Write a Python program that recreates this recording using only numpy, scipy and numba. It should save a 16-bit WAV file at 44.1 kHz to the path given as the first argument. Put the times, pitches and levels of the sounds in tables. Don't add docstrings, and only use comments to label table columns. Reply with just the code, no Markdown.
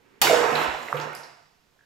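import sys
import numpy as np
from scipy import signal
from scipy.fft import rfft, irfft, next_fast_len
from scipy.io import wavfile
from numba import njit

SR = 44100
rng = np.random.default_rng(int(sys.argv[2]) if len(sys.argv) > 2 else 0)


def elevation(decibels):
    levels = np.asarray(decibels, float)
    return 10 ** (levels / 20)


def inscribe(sig):
    pcm = np.round(np.clip(np.atleast_2d(sig).T, -1, 1) * 32767)
    wavfile.write(sys.argv[1], SR, pcm.astype(np.int16))


N = 81585


def read(table, x, log=False, axis=1):
    a = np.array(table, float)
    if log:
        return np.interp(np.log(x + 1), np.log(a[:, 0] + 1), a[:, axis])
    return np.interp(x, a[:, 0], a[:, axis])


def colour(x, gain):
    size = next_fast_len(2 * N)
    return irfft(rfft(x, size) * gain(np.fft.rfftfreq(size, 1 / SR)), size)[..., :N]


def unit(x):
    return x / np.sqrt(np.mean(x ** 2))


def pair():
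    # freq_hz, likeness (0-1)
    likeness = [(60, 1), (150, .95), (300, 0), (600, 0.3), (1200, 0), (16000, 1)]
    like = lambda f: np.clip(read(likeness, f, True), 0, 1)
    mid = colour(rng.standard_normal(N), lambda f: np.sqrt((1 + like(f)) / 2))
    side = colour(rng.standard_normal(N), lambda f: np.sqrt((1 - like(f)) / 2))
    return np.array([mid + side, mid - side])


def burst(start_s, decay_s):
    t = np.arange(N) / SR - start_s
    return (t >= 0) * np.exp(-np.maximum(t, 0) / decay_s)


@njit
def ring(count, start_s, pitch_hz, cycles, size, glide, swell_cycles):
    out = np.zeros(count)
    for k in range(len(start_s)):
        i = int(start_s[k] * SR)
        hz = pitch_hz[k]
        phase = 0.
        while phase < cycles[k] and i < count and hz < .45 * SR:
            decay = np.exp(-6.9 * phase / cycles[k])
            swell = 1 - np.exp(-phase / swell_cycles)
            out[i] += size[k] * np.sin(2 * np.pi * phase) * decay * swell
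            phase += hz / SR
            hz *= 1 + glide * hz / SR
            i += 1
    return out


def ring_events(table):
    start_s, level_db, pitch_hz, cycles = np.array(table, float).T
    return ring(N, start_s.copy(), pitch_hz.copy(), cycles.copy(), elevation(level_db), .001, 1.)


def room_tone():
    # freq_hz, density_db (per Hz)
    hush_colour = [(20, -10.5), (154, -8), (600, -21), (3000, -17.5), (7000, -23.5), (9500, -31),
                   (13000, -25.5), (16000, -29.5)]
    return unit(colour(pair(), lambda f: elevation(read(hush_colour, f, True)))) * elevation(-68.5)


def rub():
    # start_s, level_db
    strokes = [
        (0, -64.5),
        (.1, -62),
        (.2, -60),
        (.3, -76.5),
    ]
    # freq_hz, gain_db
    rub_colour = [(35, -62), (60, -35.5), (128, -17.5), (446, -4.5), (714, -34.5), (859, -17.5),
                  (2340, -18), (8000, -57), (10400, -84), (17600, -120)]
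    friction = unit(colour(pair(), lambda f: elevation(read(rub_colour, f, True))))
    return friction * elevation(read(strokes, np.arange(N) / SR))


def tear():
    # start_s, level_db, decay_s
    cracks = [
        (.2158, 3, .0007),
        (.2165, -6, .012),
        (.2198, 0.5, .0013),
        (.2232, -8, .003),
    ]
    # freq_hz, gain_db
    crack_colour = [(200, -17.5), (800, -5), (3000, -6), (7000, -11), (12500, -6.5), (16000, -2.5)]
    gate = sum(elevation(db) * burst(start_s, decay_s) for start_s, db, decay_s in cracks)
    return colour(pair(), lambda f: elevation(read(crack_colour, f, True))) * gate


def churn():
    # start_s, bubbles_db, spray_db
    flow = [(.216, -75, -92), (.225, -28, -56), (.3, -28.5, -41), (.45, -28, -48), (.55, -31.5, -43.5),
            (.63, -29.5, -39), (.68, -40, -58.5), (.8, -49, -53.5), (.92, -41, -51), (1.0, -36, -51),
            (1.13, -50.5, -68.5), (1.25, -54.5, -66), (1.33, -78.5, -86.5)]
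    bubbles_per_s, middle_hz, spread_octaves, cycles = 1100, 1069.5, 0.764, 9
    spread_db, biggest_db, tilt_db_per_octave = 2.5, 7.5, 0.5
    wait, chance = rng.random((4000, 2)).T
    start_s = np.cumsum(-np.log(1 - wait)) / bubbles_per_s
    octave = spread_octaves * rng.standard_normal(len(start_s))
    size_db = np.minimum(-spread_db * np.log(1 - chance), biggest_db) + tilt_db_per_octave * octave
    pitch_hz = middle_hz * 2 ** octave
    swarm = ring(N, start_s, pitch_hz, cycles + 0 * start_s, elevation(size_db), .011, 1.)

    spray_hz = 3500
    grit = pair() * elevation(-2.5 * np.log(1 - rng.random(N)))
    spray = colour(grit, lambda f: f ** 2 / (f ** 2 + spray_hz ** 2))
    t = np.arange(N) / SR
    return elevation(read(flow, t)) * unit(swarm) + elevation(read(flow, t, axis=2)) * unit(spray)


def nudges():
    # start_s, level_db, pitch_hz, cycles (to -60 dB)
    thumps = [
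        (.22, -40, 60, 8),
        (.27, -38, 95, 10),
        (.3, -34, 160, 14),
        (.36, -42, 85, 10),
        (.53, -44, 80, 12),
        (.678, -29, 65, 7),
        (.73, -38, 50, 6),
        (.83, -48, 70, 5),
    ]
    return ring_events(thumps) * np.array([[.4], [1]])


def room(x):
    # freq_hz, t60_s
    dying = [(60, 1), (150, 1), (500, 0.58), (2000, 0.79), (6000, 0.94), (14000, 0.32)]
    # freq_hz, level_db
    echo_colour = [(60, 4.5), (200, -8.5), (500, -1.5), (1500, 0.5), (5000, -0.5), (14000, -7)]
    # pitch_hz, level_db, t60_s
    modes = [(150, 3, .6), (240, -1, .6), (430, -5, .3), (478, -5, .3), (640, -1, .35), (730, -2, .35),
             (915, 0.5, .6), (1120, -3, .4), (1500, -3, .4)]
    level_db, modes_db, late_s, rise_s = 3.5, -6, 0.0062, 0.0048
    t = np.arange(N) / SR
    noise, tail = pair(), 0
    for hz in 50 * 2 ** np.arange(0, 8.6, .5):
        band = colour(noise, lambda f: np.cos(np.pi * np.clip(np.log2((f + 1) / hz), -.5, .5)))
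        fall_db = 60 * t / read(dying, hz, True)
        tail = tail + elevation(read(echo_colour, hz, True) - fall_db) * band
    standing = 0
    for (hz, db, t60_s), phase in zip(modes, rng.random(len(modes))):
        standing = standing + elevation(db - 60 * t / t60_s) * np.sin(2 * np.pi * (hz * t + phase))
    tail = tail + elevation(modes_db - 19) * standing
    onset = np.clip((t - late_s) / rise_s, 0, 1)
    tail = tail * onset * elevation(level_db) / np.sqrt(SR / 20)
    return signal.fftconvolve(x[None], tail, axes=1)[:, :N]


def pockets():
    # start_s, level_db (peak), pitch_hz, cycles (to -60 dB)
    gulps = [(.226, -16, 800, 38), (.242, -16.5, 760, 26), (.27, -14, 1414, 41), (.2965, -8, 700, 34),
             (.303, -14, 480, 50), (.3095, -10, 640, 40), (.328, -10, 478, 36), (.333, -11, 637, 40),
             (.345, -13, 520, 10), (.385, -22.5, 516, 14.5), (.41, -21, 705, 17.5), (.44, -17, 441, 24),
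             (.49, -16, 450, 17), (.52, -41, 151.4, 77), (.51, -37, 237.2, 151), (.582, -1, 1150, 4),
             (.63, -24, 1100, 43), (.682, -16, 720, 12.5), (.746, -21, 804, 25.5), (.935, -32.5, 145.3, 28),
             (.8846, -20, 2000, 22), (.9277, -1.5, 1200, 8), (.957, -18, 1000, 9), (1.13, -27, 1500, 20),
             (1.133, -29, 2200, 30), (.944, -19.5, 503, 42), (1.763, -55, 680, 13.5),
             (1.791, -51, 1670, 35.5), (1.809, -46, 1650, 25.5), (1.835, -55.5, 1630, 56.5)]
    return ring_events(gulps)


def ticks():
    moments = [.27, .554, .556, .554, .828, .969, .968, .9995, 1.012, 1.131, 1.150, 1.150, 1.150, 1.165,
               1.233]
    # level_db, centre_hz, width_octaves, decay_s
    patters = [(-22.5, 2200, 0.1, 0.027), (-24.5, 4100, 0.17, 0.0034), (-31, 2370, 0.67, 0.1),
               (-41, 11000, 1.8, 0.024), (-44.5, 7200, 0.08, .006), (-44, 13000, 0.22, 0.0042),
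               (-37.5, 2570, 0.5, 0.025), (-35.5, 4200, 0.74, .002), (-44.5, 5160, 0.49, 0.031),
               (-44, 10000, 1.04, .002), (-33, 9500, 0.77, 0.002), (-46.5, 9800, 0.34, 0.055),
               (-39.5, 5010, 0.13, 0.0047), (-52, 5240, 0.45, 0.057), (-48.5, 4600, 0.34, 0.019)]
    noise, out = pair(), 0
    for start_s, (db, hz, width, decay_s) in zip(moments, patters):
        band = unit(colour(noise, lambda f: np.exp(-(np.log2((f + 1) / hz) / width) ** 2)))
        out = out + elevation(db) * burst(start_s, decay_s) * band
    return out


def capsule(x):
    # freq_hz, gain_db
    response = [(40, -21), (120, 2.5), (300, 0), (7500, 1), (9500, -9), (12500, 2.5), (15500, -6)]
    return colour(x, lambda f: elevation(read(response, f, True)))


def scene():
    skin, water, air, drops = tear(), churn(), pockets(), ticks()
    sent = elevation(0.1) * skin + elevation(-1) * water + elevation(-8.5) * air + elevation(-9) * drops
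    heard = skin + water + air + drops + room(sent.mean(axis=0))
    return capsule(heard) + room_tone() + rub() + nudges()


def top_cut(x):
    return signal.sosfilt(signal.butter(12, 16820, fs=SR, output="sos"), x)


def record(dry):
    # freq_hz, left_over_right_db
    balance = [(25, -13), (60, -10.5), (200, -6.5), (1000, -8), (2500, -4.5), (5000, -3.5), (9000, 1),
               (16000, 2)]
    lag_s, lag_from_hz, top_hz = .000025, 3000, 15750
    side = np.array([[1], [-1]])
    lean = lambda f: elevation(side * read(balance, f, True) / 2)
    lag = lambda f: np.exp(1j * np.pi * f * side * lag_s * f ** 2 / (f ** 2 + lag_from_hz ** 2))
    limit = lambda f: 1 / np.sqrt(1 + (f / top_hz) ** 200)
    ports = colour(dry, lambda f: lean(f) * lag(f) * limit(f))
    return top_cut(ports)


dry = scene()
out = record(dry)
inscribe(out)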